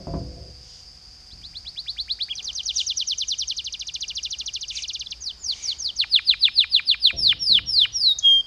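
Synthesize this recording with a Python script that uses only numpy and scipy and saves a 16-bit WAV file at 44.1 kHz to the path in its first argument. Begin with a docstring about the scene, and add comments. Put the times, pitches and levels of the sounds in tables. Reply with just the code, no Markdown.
"""Something heavy trundles briefly in a house amid thuds; insects hiss over a low rumble throughout.
A hoarse bird rasps farther off, then a canary in a wire cage on the porch sings rising glides, then falling
trills that grow loud; thuds return before the final held note. Each whistle is a gliding sine with overtones,
coloured by close reflections and porch echoes; thuds are decaying resonances, the rest shaped noise and a tone."""
import sys
import numpy as np
from scipy import signal
from scipy.fft import rfft, irfft, next_fast_len
from scipy.io import wavfile
from scipy.ndimage import uniform_filter1d

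SR = 44100
rng = np.random.default_rng(int(sys.argv[2]) if len(sys.argv) > 2 else 0)


def generate_wav(sig):
    """Save sig (samples, or channels by samples) to the path in sys.argv[1] as 16-bit PCM at SR."""
    pcm = np.round(np.clip(np.atleast_2d(sig).T, -1, 1) * 32767).astype(np.int16)
    wavfile.write(sys.argv[1], SR, pcm)


N = 373086
TIME_S = np.arange(N) / SR

# Trill syllables. Each row: start in seconds, end in seconds, level in dB before the gesture shapes it.
RISE_SYLLABLES = [(1.286, 1.347, -41.5), (1.408, 1.48, -36), (1.527, 1.592, -31), (1.6405, 1.703, -29.5),
                  (1.7495, 1.814, -26.2), (1.8567, 1.9165, -22.9), (1.9606, 2.024, -22),
                  (2.0746, 2.1363, -21), (2.1844, 2.2443, -19.5)]
FLICK_SYLLABLES = [(2.346, 2.342, -27), (2.425, 2.433, -24), (2.528, 2.536, -23), (2.631, 2.639, -24),
                   (2.736, 2.75, -31)]
SWEEP_SYLLABLES = [(2.431, 2.512, -25.5), (2.539, 2.615, -24), (2.646, 2.718, -20.5), (2.748, 2.823, -18),
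                   (2.855, 2.928, -20), (2.958, 3.034, -20), (3.0615, 3.141, -19.5), (3.171, 3.242, -20.5),
                   (3.2695, 3.347, -21), (3.374, 3.443, -21), (3.469, 3.53, -21.5)]
ROLL_SYLLABLES = [(3.5623, 3.6114, -23), (3.6403, 3.692, -25), (3.721, 3.7574, -24), (3.7917, 3.8343, -25),
                  (3.8665, 3.904, -26), (3.936, 3.9725, -23), (4.0029, 4.049, -22), (4.0762, 4.1208, -24.0),
                  (4.1485, 4.199, -24), (4.2258, 4.2764, -23.5), (4.3015, 4.3537, -24),
                  (4.3824, 4.427, -25), (4.4563, 4.4987, -23.5), (4.532, 4.58, -24), (4.606, 4.652, -24.5),
                  (4.6771, 4.725, -26.5), (4.749, 4.799, -25), (4.8172, 4.8595, -24.5),
                  (4.8755, 4.9175, -24.5), (4.93, 4.9735, -25), (4.9913, 5.031, -25.5),
                  (5.105, 5.1354, -26)]
SLIDE_SYLLABLES = [(5.205, 5.316, -21), (5.4264, 5.5415, -16.5), (5.622, 5.7337, -16),
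                   (5.7833, 5.9085, -17.5)]
WHIP_SYLLABLES = [(6.0952, 6.1991, -10), (6.2486, 6.3468, -10), (6.391, 6.4919, -11),
                  (6.5342, 6.6492, -10.5), (6.6967, 6.804, -10.5), (6.8507, 6.9522, -10.5),
                  (6.9982, 7.1142, -10)]
LONG_WHIP_SYLLABLES = [(7.161, 7.334, -10), (7.389, 7.596, -9.5), (7.657, 7.862, -10)]
# Gestures, as keywords of whistle(): pitches in Hz, levels in dB, plunge in seconds;
# attack and release are shares of the glide; hurry, ease and linger are plain factors.
RISE_GESTURE = dict(from_hz=1240, to_hz=4790, hurry=.72, ease=-0.096, attack=0.33, swell_db=17, release=0.17, fade_db=4, linger=0.72, low_db=-14, dip_db=2)
FLICK_GESTURE = dict(from_hz=3300, to_hz=7330, hurry=0.66, attack=.1, swell_db=0, release=1, fade_db=20)
SWEEP_GESTURE = dict(from_hz=7163, to_hz=2844, hurry=.24, ease=0.204, attack=0.28, swell_db=28.5, release=.05, fade_db=8.5, plunge_s=.004, linger=0.56, low_db=3, dip_db=6)
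ROLL_GESTURE = dict(from_hz=7280, to_hz=2761, hurry=.68, ease=0.045, attack=0.26, swell_db=20.5, release=0.3, fade_db=11.5, plunge_s=0.0038, linger=.05, low_db=6, dip_db=5.5)
SLIDE_GESTURE = dict(from_hz=6970, to_hz=2936, hurry=-0.047, attack=0.59, swell_db=22.5, release=0.4, fade_db=14.5, plunge_s=0.00192, linger=.2, low_db=8, dip_db=2)
WHIP_GESTURE = dict(from_hz=5260, to_hz=2460, hurry=-.46, ease=.27, attack=0.51, swell_db=24, release=0.37, fade_db=4.5, plunge_s=0.01, low_db=-5.5, dip_db=-0.5)
LONG_WHIP_GESTURE = dict(from_hz=5630, to_hz=2844, hurry=-0.64, ease=0.21, attack=0.19, swell_db=27, release=0.2, fade_db=4.5, plunge_s=.012, crescendo_db=8.5)
# Notes sung once. Each row: start in seconds, end in seconds, level in dB before shaping, gesture.
SINGLE_NOTES = [ (2.281, 2.336, -21.5, dict(from_hz=1280, to_hz=2235, hurry=6.54, attack=0.6, swell_db=25, release=0.32, fade_db=10)),
                (2.352, 2.41, -29.5, dict(from_hz=6330, to_hz=2720, hurry=0.11, attack=.1, swell_db=10, release=0.12, fade_db=0, plunge_s=0.0041)),
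                (5.06, 5.075, -27.5, dict(from_hz=4300, to_hz=3080, attack=0.84, swell_db=7, release=0.24, fade_db=16)),
                (5.379, 5.432, -40.5, dict(from_hz=7160, to_hz=6930, hurry=-1, attack=0.86, swell_db=23, release=.1, fade_db=3)),
                (5.956, 6.052, -13.5, dict(from_hz=7000, to_hz=2596, hurry=0.29, attack=0.5, swell_db=32, release=0.5, fade_db=8, plunge_s=0.015)),
                (7.921, 8.13, -11, dict(from_hz=5900, to_hz=3703, hurry=0.19, ease=.55, attack=0.22, swell_db=22.5, release=0.036, fade_db=4.5, crescendo_db=9)),
                (8.184, 8.203, -18, dict(from_hz=7440, to_hz=3550, attack=0.28, swell_db=9, release=0.81, fade_db=24)),
                (8.207, 8.243, -42, dict(from_hz=3330, to_hz=3260, attack=0.56, swell_db=7, release=0.12, fade_db=2)),
                (8.225, 8.412, -8, dict(from_hz=3290, to_hz=3194, hurry=1.2, attack=0.15, swell_db=22.5, release=0.51, fade_db=10))]
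# Overtones against the fundamental, before the effect of loudness. Each row: overtone in Hz, strength in dB.
SECOND_HARMONIC = [(3000, -41), (5000, -58), (6500, -39.5), (8000, -45), (9500, -32.5), (10700, -32.5),
                   (11500, -40), (12500, -86), (15000, -62.5)]
THIRD_HARMONIC = [(5000, -45), (7500, -33.5), (10300, -49.5), (10900, -34.5), (12200, -53), (14000, -41.5),
                  (15000, -67)]
FOURTH_HARMONIC = [(6000, -66), (10000, -67), (12000, -66), (13500, -58.5), (15000, -75.5)]
# Peaks and dips from surfaces close to the bird. Each row: centre in Hz, width in Hz, gain in dB.
CAGE_REFLECTIONS = [(2404, 85, 9), (2610, 131, -11.5), (3240, 160, -1.4), (3510, 158, 10),
                    (3637, 221, -9.5), (4042, 147, 5), (4700, 201.2, 3.5), (4660, 166, -7),
                    (5194, 354, -11.5), (5650, 190, 6), (5960, 140, -8), (6270, 224, 11)]
# Colour of the porch echoes. 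Each row: frequency in Hz, gain in dB.
PORCH_COLOUR = [(700, -3), (1500, -3), (2600, -1.5), (3300, 0.5), (4100, 3.5), (5500, 4.5), (7000, 9.5),
                (9000, -1.5), (11000, 8.5), (15000, 5.5)]
# Hoarse calls farther off. Each row: start in seconds, end in seconds, rasp level in dB, pitch in Hz,
# level of the pitch against the rasp in dB.
RASP_CALLS = [(0.59, .88, -52, 5700, -6), (2.722, 2.874, -38.5, 3700, -4), (4.703, 4.852, -37.5, 2500, -5),
              (5.477, 5.796, -43, 2280, -8)]
# Thuds. Each row: start in seconds, level in dB, brightness in Hz, base T60 in seconds.
THUD_BLOWS = [(0.07, -32.5, 1100, 0.59), (0.137, -29.5, 1400, 0.46), (1.33, -50.5, 310, 1.2),
              (7.13, -42, 750, 1.1), (7.175, -40.5, 245, 0.69), (7.498, -41, 570, 0.75)]
# House resonances. Each row: frequency in Hz, noise half-width in Hz, level in dB, factor on the base T60.
HOUSE_MODES = [(64.2, 25, -1, 2.37), (110, 43, -6.5, 3.1), (158.4, 11, -6.5, 1.57), (192, 6.7, -7, 0.92),
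               (278.5, 49, -9.5, 1.4), (331, 12, -13.5, 1.8), (378, 7.9, -9, 0.49), (498, 120, -16.5, 3),
               (543, 3.8, -7, 0.48), (620, 91, -6.5, 0.37), (680, 22, -6.5, 1.1), (1004, 280, -11, 0.47),
               (454, 70, -18.5, 1.2)]
# Trundling in the house. Each row: time in seconds, level in dB.
TRUNDLE_LEVEL = [(0, -42), (.06, -48), (.12, -40), (.3, -48), (.5, -49), (.54, -75)]
# Insect chorus. Each row: time in seconds, level in dB.
INSECT_LEVEL_CURVE = [(0, -49), (.7, -47), (1.3, -47), (2.3, -47), (4, -48), (5.2, -49), (6, -49.5),
                      (7.5, -59.5), (8.46, -51)]
# Noise spectra, relative. Each row: frequency in Hz, density in dB per Hz.
INSECT_SPECTRUM = [(3000, -22), (4100, -17.5), (4500, -3.5), (4800, 5.5), (5150, -1.5), (5600, -12.5),
                   (6100, -13), (6550, -13.5), (7200, -22.5), (9000, -25), (10500, -37.5), (12500, -35),
                   (15000, -64)]
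RASP_SPECTRUM = [(1000, -24), (1900, -33), (2300, -20), (2650, 6.5), (3300, 10), (4500, 8), (5600, 13),
                 (6700, 12), (7500, -4), (9000, -5), (11000, -37), (14000, -46)]
AIR_SPECTRUM = [(15, -45.5), (25, -8.5), (42, 3.5), (59, 6), (73, 2), (86, -1), (124, -6), (573, -27),
                (753, -47.5), (819, -23.5), (891, -29), (1270, -27.5), (2440, -22), (3800, -24.5),
                (4940, -69), (8360, -120)]
WASH_SPECTRUM = [(60, -16), (150, -1), (300, -1), (550, 0), (1100, -0.5), (2000, -7), (4000, -27.5)]
# Swells of far-off activity. Each row: centre in seconds, length in seconds, level in dB.
WASH_SWELL_ROWS = [(0, 0.95, -78), (2.48, .35, -62), (4.12, 0.11, -64), (4.43, 0.18, -64.5),
                   (5.65, 1.4, -63), (8.2, 3.6, -65.5)]
# Distant motor whine. Each row: time in seconds, level in dB.
WHINE_LEVEL_CURVE = [(0, -70.5), (2.7, -71), (3.2, -82), (5.4, -77), (6.5, -75.5), (8.46, -73.5)]
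# Thin steady tones. Each row: frequency in Hz, half-width in Hz, level in dB.
THIN_TONES = [(58.3, 12, -57.5), (5250, 9.2, -59.5)]

BREAK_HZ, BREAK_WIDTH_HZ, LOWEST_HZ = 3250, 233, 770  # register break; lowest pitch
PLUNGE_HZ_PER_S, PLUNGE_DB_PER_S = 173000, 2097
SHUT_S, FLUTTER_DB = 0.003, 1.5
EARLY_T60_S, EARLY_DB = 0.027, -17.5  # levels before PORCH_COLOUR
PORCH_T60_S, PORCH_DB = 0.4, -21
AIR_DB, WASH_DB, WHINE_HZ = -54.5, -68, 745
CUTOFF_HZ = 14800


def from_db(db):
    """Decibels to gain."""
    return 10 ** (np.asarray(db) / 20)


def at_hz(points, hz):
    """Gain of a (Hz, dB) table, joined on a log-frequency axis."""
    table_hz, db = np.transpose(points)
    return from_db(np.interp(np.log(np.maximum(hz, 1)), np.log(table_hz), db))


def db_over_time(points):
    """Level in dB over the scene, joined between (s, dB) points."""
    return np.interp(TIME_S, *np.transpose(points))


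def noise(gain_at):
    """Noise of rms 1 whose spectrum follows a function of frequency."""
    size = next_fast_len(N)
    spectrum = rfft(rng.standard_normal(size))
    x = irfft(spectrum * gain_at(np.fft.rfftfreq(size, 1 / SR)), size)[:N]
    return x / np.std(x)


def resonant_noise(hz, half_width_hz):
    """Noise of rms 1 in one resonance."""
    return noise(lambda f: 1 / (1 + ((f - hz) / half_width_hz) ** 2))


def waver(count, rate_hz):
    """Random values of spread 1 at rate_hz, joined by straight lines."""
    knots = np.arange(count) * rate_hz / SR
    size = int(knots[-1]) + 2
    return np.interp(knots, np.arange(size), rng.standard_normal(size))


def decay_by_60_db(age_s, t60_s):
    """Exponential decay, 60 dB down after t60_s."""
    return np.exp(-np.log(1000) * age_s / t60_s)


def add(track, start_s, sound):
    """Mix a sound into the track."""
    i = int(round(start_s * SR))
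    track[i:i + len(sound)] += sound[:max(N - i, 0)]


def canary():
    """The whole song: trills, with single notes between and after them."""
    song = trill(RISE_GESTURE, RISE_SYLLABLES)
    song += trill(FLICK_GESTURE, FLICK_SYLLABLES)
    song += trill(SWEEP_GESTURE, SWEEP_SYLLABLES)
    song += trill(ROLL_GESTURE, ROLL_SYLLABLES)
    song += trill(SLIDE_GESTURE, SLIDE_SYLLABLES)
    song += trill(WHIP_GESTURE, WHIP_SYLLABLES)
    song += trill(LONG_WHIP_GESTURE, LONG_WHIP_SYLLABLES)
    for start_s, end_s, level_db, gesture in SINGLE_NOTES:
        song += trill(gesture, [(start_s, end_s, level_db)])
    return song


def trill(gesture, syllables):
    """One gesture repeated, stretched to the length of each syllable."""
    out = np.zeros(N)
    for start_s, end_s, level_db in syllables:
        hz, shape_db = whistle(end_s - start_s, **gesture)
        add(out, start_s, syrinx(hz, shape_db + level_db))
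    return out


def whistle(length_s, from_hz, to_hz, attack, swell_db, release, fade_db, hurry=0, ease=0,
            plunge_s=0, crescendo_db=0, linger=0, dip_db=0, low_db=0):
    """Pitch and level of one syllable: a glide that swells, fades, may plunge, and may catch at the register break."""
    t = np.arange(max(int(length_s * SR), 2)) / SR
    glide_s = max(length_s - plunge_s, 1 / SR)
    share = np.minimum(t / glide_s, 1)
    plunging_s = np.maximum(t - glide_s, 0)
    # Positive hurry runs ahead; positive ease slows both ends.
    way = share + hurry * share * (1 - share) - ease * np.sin(2 * np.pi * share) / (2 * np.pi)
    hz = from_hz + (to_hz - from_hz) * way

    from_break = (hz - BREAK_HZ) / BREAK_WIDTH_HZ
    at_break = np.exp(-from_break ** 2)
    below_break = 0.5 - 0.5 * np.tanh(from_break)
    hz = hz - linger * at_break * (hz - BREAK_HZ)
    hz = np.maximum(hz - PLUNGE_HZ_PER_S * plunging_s, LOWEST_HZ)

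    db = -swell_db * np.maximum(1 - share / attack, 0)
    db -= fade_db * np.maximum(1 - (1 - share) / release, 0)
    db -= crescendo_db * (1 - share)
    db += low_db * below_break - dip_db * at_break
    db -= PLUNGE_DB_PER_S * plunging_s
    return uniform_filter1d(hz, size=110, mode="nearest"), db


def syrinx(hz, level_db, jitter=0.0029, attack_s=0.0028, brass=0.29, loud_db=-13, fast_glide_hz_per_s=40000):
    """A nearly pure tone; louder notes strengthen harmonics 3 and 4 and slightly weaken harmonic 2."""
    count = len(hz)
    # Faster glides are less steady.
    unsteady = np.clip(np.abs(np.gradient(hz)) * SR / fast_glide_hz_per_s, 0.12, 1)
    hz = hz * (1 + jitter * unsteady * waver(count, rate_hz=120))
    phase = 2 * np.pi * np.cumsum(hz) / SR
    tone = np.sin(phase)
    for k, strength in enumerate((SECOND_HARMONIC, THIRD_HARMONIC, FOURTH_HARMONIC), 2):
        effort = from_db(brass * (k - 2.5) * (np.max(level_db) - loud_db))
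        below_nyquist = k * hz < SR / 2
        tone += effort * at_hz(strength, k * hz) * below_nyquist * np.sin(k * phase)
    t = np.arange(count) / SR
    opening = np.clip(np.minimum(t / attack_s, (t[-1] - t) / SHUT_S), 0, 1)
    gate = np.sin(np.pi / 2 * opening) ** 2
    flutter_db = FLUTTER_DB * unsteady * waver(count, rate_hz=175.6)
    return tone * gate * from_db(level_db + flutter_db)


def cage(x):
    """Close reflections lift some pitches and cancel others, so glides throb as they cross them."""
    for hz, width_hz, db in CAGE_REFLECTIONS:
        half_gain = from_db(db / 2)
        damping = np.pi * width_hz / SR
        turn = -2 * np.cos(2 * np.pi * hz / SR)
        zeros = [1 + damping * half_gain, turn, 1 - damping * half_gain]
        poles = [1 + damping / half_gain, turn, 1 - damping / half_gain]
        x = signal.lfilter(zeros, poles, x + 1e-18)  # offset avoids denormals
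    return x


def porch(x, first_echo_s=0.0054):
    """Quick echoes off the roof and walls, then a faint diffuse tail, as decaying noise."""
    t = np.arange(SR) / SR
    response = np.zeros(SR)
    for level_db, t60_s in ((EARLY_DB, EARLY_T60_S), (PORCH_DB, PORCH_T60_S)):
        echoes = rng.standard_normal(SR) * decay_by_60_db(t, t60_s) * (t > first_echo_s)
        response += from_db(level_db) * echoes / np.linalg.norm(echoes)
    response = irfft(rfft(response) * at_hz(PORCH_COLOUR, np.fft.rfftfreq(SR, 1 / SR)), SR)
    return signal.fftconvolve(x, response[:SR * 3 // 4])[:N]


def rasps():
    """Each hoarse call swells and fades: a broad rasp around a blurred pitch."""
    out = np.zeros(N)
    hiss = noise(lambda f: at_hz(RASP_SPECTRUM, f))
    for start_s, end_s, level_db, hz, pitch_db in RASP_CALLS:
        swell = np.sin(np.pi * np.clip((TIME_S - start_s) / (end_s - start_s), 0, 1))
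        pitch = from_db(pitch_db) * resonant_noise(hz, half_width_hz=180)
        out += from_db(level_db) * swell * (hiss + pitch)
    return out


def knocks(knock_db=-2, knock_t60_s=0.19):
    """The contact that starts each thud: a short burst of low-passed noise."""
    out, age_s = np.zeros(N), TIME_S[:SR // 4]
    for start_s, level_db, bright_hz, _ in THUD_BLOWS:
        lowpass = signal.butter(3, 0.5 * bright_hz, fs=SR, output="sos")
        burst = signal.sosfilt(lowpass, rng.standard_normal(len(age_s)))
        burst *= decay_by_60_db(age_s, knock_t60_s) / np.std(burst)
        add(out, start_s, from_db(level_db + knock_db) * burst)
    return out


def house(attack_s=0.0009, trundle_hz=700, rattle_db=-5):
    """Blows set house resonances ringing and rattling; trundling drives the same resonances as noise."""
    out, age_s = np.zeros(N), TIME_S[:2 * SR]
    rolling = from_db(db_over_time(TRUNDLE_LEVEL))
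    for hz, half_width_hz, mode_db, t60_factor in HOUSE_MODES:
        noise_power = (rolling / (1 + (hz / trundle_hz) ** 4)) ** 2
        for start_s, level_db, bright_hz, t60_s in THUD_BLOWS:
            height = from_db(level_db) / (1 + (hz / bright_hz) ** 4)
            onset = np.minimum(age_s / attack_s, 1)
            envelope = height * onset * decay_by_60_db(age_s, t60_s * t60_factor)
            ring = np.sin(2 * np.pi * (hz * age_s + rng.random()))
            add(out, start_s, from_db(mode_db) * envelope * ring)
            add(noise_power, start_s, (from_db(rattle_db) * envelope) ** 2)
        out += from_db(mode_db) * np.sqrt(noise_power) * resonant_noise(hz, half_width_hz)
    return out


def insects(shimmer_db=0.8):
    """A chorus heard as shaped hiss with a fast, slight shimmer."""
    level_db = db_over_time(INSECT_LEVEL_CURVE) + shimmer_db * waver(N, rate_hz=93)
    return from_db(level_db) * noise(lambda f: at_hz(INSECT_SPECTRUM, f))


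def air():
    """Steady noise, mostly low rumble."""
    return from_db(AIR_DB) * noise(lambda f: at_hz(AIR_SPECTRUM, f))


def wash():
    """Far-off activity: noise at a resting level with triangular swells."""
    level = np.full(N, from_db(WASH_DB))
    for centre_s, length_s, db in WASH_SWELL_ROWS:
        level += from_db(db) * np.maximum(1 - 2 * np.abs(TIME_S - centre_s) / length_s, 0)
    return level * noise(lambda f: at_hz(WASH_SPECTRUM, f))


def whine():
    """A distant motor: one sine of varying level."""
    sine = np.sqrt(2) * np.sin(2 * np.pi * WHINE_HZ * TIME_S)  # rms 1
    return from_db(db_over_time(WHINE_LEVEL_CURVE)) * sine


def thin_tones():
    """Steady tones as narrow resonant noise."""
    return sum(from_db(db) * resonant_noise(hz, half_width_hz) for hz, half_width_hz, db in THIN_TONES)


def scene():
    """The bird close by, its echoes, and the surroundings."""
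    song = canary()
    bird = cage(song) + porch(song)
    outdoors = insects() + air() + wash() + whine() + thin_tones()
    return (bird + rasps() + knocks() + house() + outdoors)[None]


def record(dry):
    """Steep elliptic low-pass at the top of the band."""
    return signal.sosfilt(signal.ellip(10, 0.1, 80, CUTOFF_HZ, fs=SR, output="sos"), dry)


dry = scene()
out = record(dry)
generate_wav(out)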